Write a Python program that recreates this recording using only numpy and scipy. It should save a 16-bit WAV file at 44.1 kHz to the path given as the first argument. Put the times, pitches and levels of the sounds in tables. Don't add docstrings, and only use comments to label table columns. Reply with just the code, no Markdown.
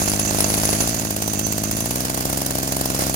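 import sys
import numpy as np
from scipy import signal
from scipy.fft import rfft, irfft
from scipy.io import wavfile
from scipy.ndimage import uniform_filter1d

SR = 44100
rng = np.random.default_rng(int(sys.argv[2]) if len(sys.argv) > 2 else 0)


def master(y):
    cut = np.clip(np.atleast_2d(y).T, -1, 1)
    pcm = np.round(cut * 32767)
    wavfile.write(sys.argv[1], SR, pcm.astype(np.int16))


N = 138915

# time in seconds, thump level in dB (before THUMP_DB),
# crack level in dB (before CRACK_DB).
FIRINGS = [(0.0177, -15.0, -20.0), (0.0768, -15.0, -20.0), (0.1357, -15.0, -19.0), (0.194, -16.0, -17.0),
           (0.2504, -18.0, -24.0), (0.3083, -15.0, -23.0), (0.3467, -14.0, -21.0), (0.3855, -15.0, -22.0),
           (0.405, -15.0, -14.0), (0.4432, -14.0, -21.0), (0.5011, -16.0, -20.0), (0.5392, -15.0, -16.0),
           (0.5769, -14.0, -23.0), (0.6336, -14.0, -23.0), (0.6525, -15.0, -16.0), (0.6902, -15.0, -26.0),
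           (0.7288, -14.0, -19.0), (0.804, -13.0, -17.0), (0.8748, -17.0, -18.0), (0.9442, -19.0, -21.0),
           (0.9973, -21.0, -24.0), (1.0509, -19.0, -27.0), (1.1068, -18.0, -21.0), (1.1648, -19.0, -23.0),
           (1.2217, -19.0, -20.0), (1.2783, -17.0, -20.0), (1.3345, -19.0, -21.0), (1.3928, -18.0, -19.0),
           (1.4674, -17.0, -24.0), (1.524, -20.0, -21.0), (1.5809, -18.0, -22.0), (1.6371, -19.0, -21.0),
           (1.7126, -21.0, -21.0), (1.7688, -21.0, -24.0), (1.8059, -20.0, -22.0), (1.8589, -20.0, -23.0),
           (1.909, -18.0, -19.0), (1.9574, -18.0, -21.0), (2.005, -19.0, -21.0), (2.0517, -19.0, -20.0),
           (2.0988, -19.0, -22.0), (2.145, -19.0, -22.0), (2.1762, -17.0, -26.0), (2.2074, -18.0, -23.0),
           (2.2538, -15.0, -20.0), (2.2987, -17.0, -22.0), (2.329, -17.0, -21.0), (2.3738, -18.0, -19.0),
           (2.4176, -18.0, -22.0), (2.4627, -18.0, -18.0), (2.5076, -18.0, -22.0), (2.5538, -16.0, -22.0),
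           (2.585, -17.0, -21.0), (2.6308, -18.0, -21.0), (2.6762, -19.0, -23.0), (2.7222, -17.0, -19.0),
           (2.7665, -16.0, -19.0), (2.8115, -15.0, -20.0), (2.8571, -17.0, -20.0), (2.9021, -16.0, -22.0),
           (2.9477, -17.0, -21.0), (2.9919, -16.0, -24.0), (3.022, -15.0, -26.0), (3.0668, -15.0, -23.0),
           (3.0966, -16.0, -25.0), (3.1423, -18.0, -20.0)]
# time in seconds, speed in turns per second.
CRANK_SPEED = [(0, 52), (.8, 55), (1.7, 53), (1.95, 62), (2.3, 66), (3.15, 67)]
# time in seconds, level in dB relative to PUFF_DB.
PUFF_LEVEL = [(0, 5.5), (.4, 7), (.85, 5.5), (1.15, 3), (1.7, 6), (2.1, 1.5), (2.7, 2.3), (3.15, 2.5)]
# frequency in Hz, gain in dB.
SILENCER = [(15, -66), (40, -7), (53, 4), (66, 10.5), (82, 4.5), (110, 2), (150, 2), (205, 3.5), (290, 1.5),
            (360, -4), (450, -1), (560, -0.5), (700, -4), (850, -6), (1100, -5), (1280, -23), (2000, -27.5),
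            (6000, -51)]
# delay in seconds, level in dB.
ECHOES = [(.0062, -18), (0.0109, -16.5)]
# frequency in Hz, gain in dB.
FAR_MIC = [(60, -1), (150, -3.5), (250, -2.5), (380, 3.5), (520, -11), (700, 8), (950, 2), (1300, 8)]
# frequency in Hz, gain in dB.
HISS_LEFT = [(200, -6), (600, 3.5), (1000, -5), (1500, -0.5), (2500, -10.5), (3500, -6), (5800, -14.5),
             (7800, -9.5), (9200, -4.5), (10200, 4), (12200, -4.5), (14200, 1), (15700, -7)]
HISS_RIGHT = [(200, -2.5), (600, 4), (1000, 0.5), (1500, 2.5), (2500, -3), (3600, -1.5), (4700, 3.5),
              (5600, 3.5), (6400, 4), (7800, 2.5), (9200, 0), (10200, -3.5), (12800, -5), (15700, -3.5)]
# time in seconds, gain in dB.
CRACK_TREBLE = [(0, -4), (.85, -2), (1.1, 4), (1.9, 3), (3.15, 3)]
# time in seconds, level in dB.
WHIRR_LEVEL = [(0, -24.5), (.25, -26.5), (.45, -24.5), (.8, -23.5), (1, -28.5), (1.2, -30.5), (1.9, -30),
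               (2.25, -28.5), (2.5, -30), (2.9, -29), (3.03, -25.5), (3.15, -29)]
# frequency in Hz, gain in dB.
WHIRR_COLOUR = [(600, 2), (1200, 0), (2600, 1), (3500, -0.5), (5000, -0.5)]
# frequency in Hz, t60 in seconds, left level in dB, right level in dB.
LOW_MODES = [(2693, 0.042, -8.5, -8.5), (4666, 0.031, -17.5, -3.5), (6194, 0.037, -9.5, 7),
             (6520, 0.028, -37, 6), (6840, 0.035, -32, 5), (7340, 0.037, -32, 2)]
HIGH_MODES = [(8650, 0.024, -21, -31), (10716, 0.035, 5.5, -3.5), (11230, .025, -23, -19),
              (11000, 0.017, -13, -16), (11670, .015, -6, -7)]
# time in seconds, level in dB.
LOW_CHATTER = [(0, -26), (.3, -30), (.48, -35), (.85, -29.5), (1.1, -39), (1.52, -32.5), (1.85, -33.5),
               (2.1, -43), (3.15, -37)]
HIGH_CHATTER = [(0, -30.5), (.28, -41), (.42, -28.5), (.65, -30), (.82, -27.5), (1, -43), (1.5, -43.5),
                (1.85, -35), (2.1, -47), (3.15, -40)]
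# time in seconds, level in dB.
HIGH_KNOCKS = [(.194, -15), (.4045, -9), (.539, -20), (.653, -11.5)]
LOW_KNOCKS = [(.442, -15.5), (.804, -16.5), (1.393, -24)]
# time in seconds, right-hand level in dB.
SING_LEVEL = [(0, -43), (.48, -25), (.6, -40), (.9, -32), (1.18, -37), (1.28, -24), (1.4, -45),
              (1.455, -12), (1.49, -33), (1.8, -32), (2.1, -50)]

THUMP_DB, BANG_S = 36, 0.0004
PUFF_DB, PUFF_SCATTER_DB = 16.5, 0.7
PUFF_S, PUFF_EDGE_S, PUFF_LATE_S = 0.0022, 0.0002, 0.00054
SUCK_DB, SUCK_LEAD_S, SUCK_S = -8.5, 0.00054, 0.00094
SWEEP_DB, SWEEP_TURN, SWEEP_S = -3, 0.15, 0.011
INTAKE_DB, INTAKE_TURN, INTAKE_S, INTAKE_EDGE_S = 11.5, 0.561, 0.0017, 0.00027
TURN_JITTER_S = 0.0001
THUMP_LAG_S, CRACK_LAG_S = 0.00047, 0.00041

CRACK_DB, CRACK_DELAY_S, CRACK_ATTACK_S, CRACK_DECAY_S = 2.5, 0.00023, 0.00075, 0.0029
CRACK_TAIL_DB, CRACK_TAIL_S, CRACK_TILT_DB_PER_OCTAVE = -12.5, 0.011, 1.64
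LEAK_DB, LEAK_S = -19, 0.0039
LIKENESS = 0.53

WHIRR_GRAIN_DB, WHIRR_TRIM_DB, WHIRR_TILT_DB_PER_OCTAVE = 3, 2.0, -0.3
SHAKE_PULSE, SHAKE_DECAY_S, SHAKE_FADE_DB_PER_S = 0.69 * 0.73, 0.0057, 56

TICKS_PER_S, TICK_SPREAD_DB, CHATTER_TRIM_DB = 500, 6, 2.0
KNOCK_RISE_S = 0.0011
SING_HZ, SING_WIDTH_HZ, SING_LEFT_DB = 6160, 48.7, -26
YARD_DB, YARD_T60_S, YARD_LOW_HZ = -15, 0.32, 900
TOP_HZ = 15800


def undb(db):
    return 10 ** (np.asarray(db) / 20)


def curve(rows, t):
    return np.interp(t, *np.array(rows).T)


def colour(x, points, tilt_db=0):
    size = 8192
    octave = np.log2(np.maximum(np.arange(size // 2 + 1) * SR / size, 1))
    hz, db = np.array(points).T
    gain_db = np.interp(octave, np.log2(hz), db) + tilt_db * (octave - np.log2(6000))
    cepstrum = irfft(np.log(undb(gain_db)))
    cepstrum[1:size // 2] *= 2
    cepstrum[size // 2 + 1:] = 0
    impulse = irfft(np.exp(rfft(cepstrum)))
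    return signal.fftconvolve(x, impulse)[:N]


def late(x, lag_s):
    return np.interp(np.arange(N) - lag_s * SR, np.arange(N), x, left=0)


def strikes(times, gains, shape):
    x = np.zeros(N)
    np.add.at(x, np.clip((times * SR).astype(int), 0, N - 1), gains)
    return signal.fftconvolve(x, shape)[:N]


def push(length_s, edge_s):
    t = np.arange(SR // 64) / SR
    shape = np.clip(t / edge_s, 0, 1) - np.clip((t - length_s) / edge_s, 0, 1)
    return shape / shape.sum()


def ring(x, modes, rise_s=1e-6):
    t = np.arange(SR // 8) / SR
    body = np.zeros((2, len(t)))
    for hz, t60, left_db, right_db in modes:
        decay = np.exp(-np.log(1000) * t / t60)
        body += undb([[left_db], [right_db]]) * np.sin(2 * np.pi * hz * t) * decay
    return signal.fftconvolve(x[None], body * np.minimum(t / rise_s, 1), axes=1)[:, :N]


def hiss(envelope, tilt_db):
    shared, left, right = rng.standard_normal((3, N)) * envelope
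    left = np.sqrt(LIKENESS) * shared + np.sqrt(1 - LIKENESS) * left
    right = np.sqrt(LIKENESS) * shared + np.sqrt(1 - LIKENESS) * right
    right = late(right, round(CRACK_LAG_S * SR) / SR)
    return np.array([colour(left, HISS_LEFT, tilt_db), colour(right, HISS_RIGHT, tilt_db)])


def unfired_turns(fired):
    turns = [np.zeros(1)]
    for a, b in zip(fired[:-1], fired[1:]):
        count = max(1, round((b - a) * curve(CRANK_SPEED, a)))
        turns.append(np.linspace(a, b, count + 1)[1:-1])
    turns = np.concatenate(turns)
    return turns + TURN_JITTER_S * rng.standard_normal(len(turns))


def shaking(t, fired, idle):
    swell = np.exp(-t[:SR // 16] / SHAKE_DECAY_S)
    shake = 1 + strikes(np.concatenate([fired, idle]), SHAKE_PULSE, swell)
    since_firing = t - np.append(0, fired)[np.searchsorted(fired, t)]
    shake *= undb(-SHAKE_FADE_DB_PER_S * since_firing)
    return shake / shake.mean()


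def yard(x):
    t = np.arange(SR // 2) / SR
    decay = np.exp(-np.log(1000) * t / YARD_T60_S)
    tail = rng.standard_normal((2, len(t))) * decay * np.minimum(t / 0.015, 1)
    tail = signal.sosfilt(signal.butter(2, YARD_LOW_HZ, "high", fs=SR, output="sos"), tail)
    tail /= np.sqrt(np.sum(tail ** 2, axis=1, keepdims=True))
    return x + undb(YARD_DB) * signal.fftconvolve(x, tail, axes=1)[:, :N]


def sing(t):
    drift = np.cumsum(rng.standard_normal(N)) * np.sqrt(2 * np.pi * SING_WIDTH_HZ / SR)
    tone = np.sin(2 * np.pi * SING_HZ * t + drift) * undb(curve(SING_LEVEL, t))
    return np.array([undb(SING_LEFT_DB) * tone, tone])


def knocks(rows, modes):
    times, db = np.array(rows).T
    return ring(strikes(times, undb(db), np.ones(1)), modes, KNOCK_RISE_S)


def chatter(t, shake, modes, levels):
    chance, size, sign = rng.random(N), rng.exponential(size=N), rng.choice([-1, 1], N)
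    taps = (chance < TICKS_PER_S / SR) * sign * undb(TICK_SPREAD_DB * np.minimum(size, 3))
    x = ring(taps * shake, modes)
    return x / np.sqrt(np.mean(x ** 2)) * undb(curve(levels, t) + CHATTER_TRIM_DB)


def whirr(t, shake):
    held = np.repeat(rng.standard_normal(N // 64 + 1), 64)
    grain = uniform_filter1d(held, size=32)[:N]
    level_db = curve(WHIRR_LEVEL, t) + WHIRR_GRAIN_DB * grain + WHIRR_TRIM_DB
    x = hiss(shake * undb(level_db), WHIRR_TILT_DB_PER_OCTAVE)
    return np.array([colour(side, WHIRR_COLOUR) for side in x])


def cracks(t, fired, crack_db):
    age = t[:SR // 16]
    fall = np.maximum(age - CRACK_ATTACK_S, 0)
    tail = undb(CRACK_TAIL_DB) * np.exp(-fall / CRACK_TAIL_S)
    shape = np.minimum(age / CRACK_ATTACK_S, 1) * (np.exp(-fall / CRACK_DECAY_S) + tail)
    spit = strikes(fired + CRACK_DELAY_S, undb(CRACK_DB + crack_db), shape)
    leak_shape = np.sqrt(age / LEAK_S) * (age < LEAK_S)
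    leak = strikes(fired + CRACK_DELAY_S - LEAK_S, undb(LEAK_DB), leak_shape)
    x = hiss(leak + spit, CRACK_TILT_DB_PER_OCTAVE)
    treble = signal.sosfiltfilt(signal.butter(2, 8500, "high", fs=SR, output="sos"), x)
    return x + (undb(curve(CRACK_TREBLE, t)) - 1) * treble


def exhaust(fired, thump_db, idle):
    scatter_db = PUFF_SCATTER_DB * rng.standard_normal(len(idle))
    puff_sizes = undb(PUFF_DB + curve(PUFF_LEVEL, idle) + scatter_db)
    turns = np.concatenate([fired, idle])
    turn_s = 1 / curve(CRANK_SPEED, turns)

    bangs = strikes(fired, undb(THUMP_DB + thump_db), push(BANG_S, BANG_S))
    puffs = strikes(idle + PUFF_LATE_S, puff_sizes, push(PUFF_S, PUFF_EDGE_S))
    sucks = strikes(idle - SUCK_LEAD_S, puff_sizes * undb(SUCK_DB), push(SUCK_S, PUFF_EDGE_S))
    sweeps = strikes(turns + SWEEP_TURN * turn_s, undb(SWEEP_DB), push(SWEEP_S, INTAKE_S))
    gulps = strikes(turns + INTAKE_TURN * turn_s, undb(INTAKE_DB), push(INTAKE_S, INTAKE_EDGE_S))

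    x = colour(bangs + puffs - sucks + sweeps + gulps, SILENCER)
    x = x + sum(undb(db) * late(x, lag) for lag, db in ECHOES)
    return np.array([x, late(colour(x, FAR_MIC), THUMP_LAG_S)])


def scene():
    t = np.arange(N) / SR
    fired, thump_db, crack_db = np.array(FIRINGS).T
    idle = unfired_turns(fired)
    shake = shaking(t, fired, idle)
    steel = chatter(t, shake, LOW_MODES, LOW_CHATTER) + chatter(t, shake, HIGH_MODES, HIGH_CHATTER)
    steel = steel + knocks(HIGH_KNOCKS, HIGH_MODES) + knocks(LOW_KNOCKS, LOW_MODES)
    steel = steel + shake * sing(t)
    engine = exhaust(fired, thump_db, idle) + cracks(t, fired, crack_db) + whirr(t, shake)
    return yard(engine + steel)


def record(dry):
    return signal.sosfilt(signal.ellip(10, 0.2, 80, TOP_HZ, fs=SR, output="sos"), dry)


dry = scene()
out = record(dry)
master(out)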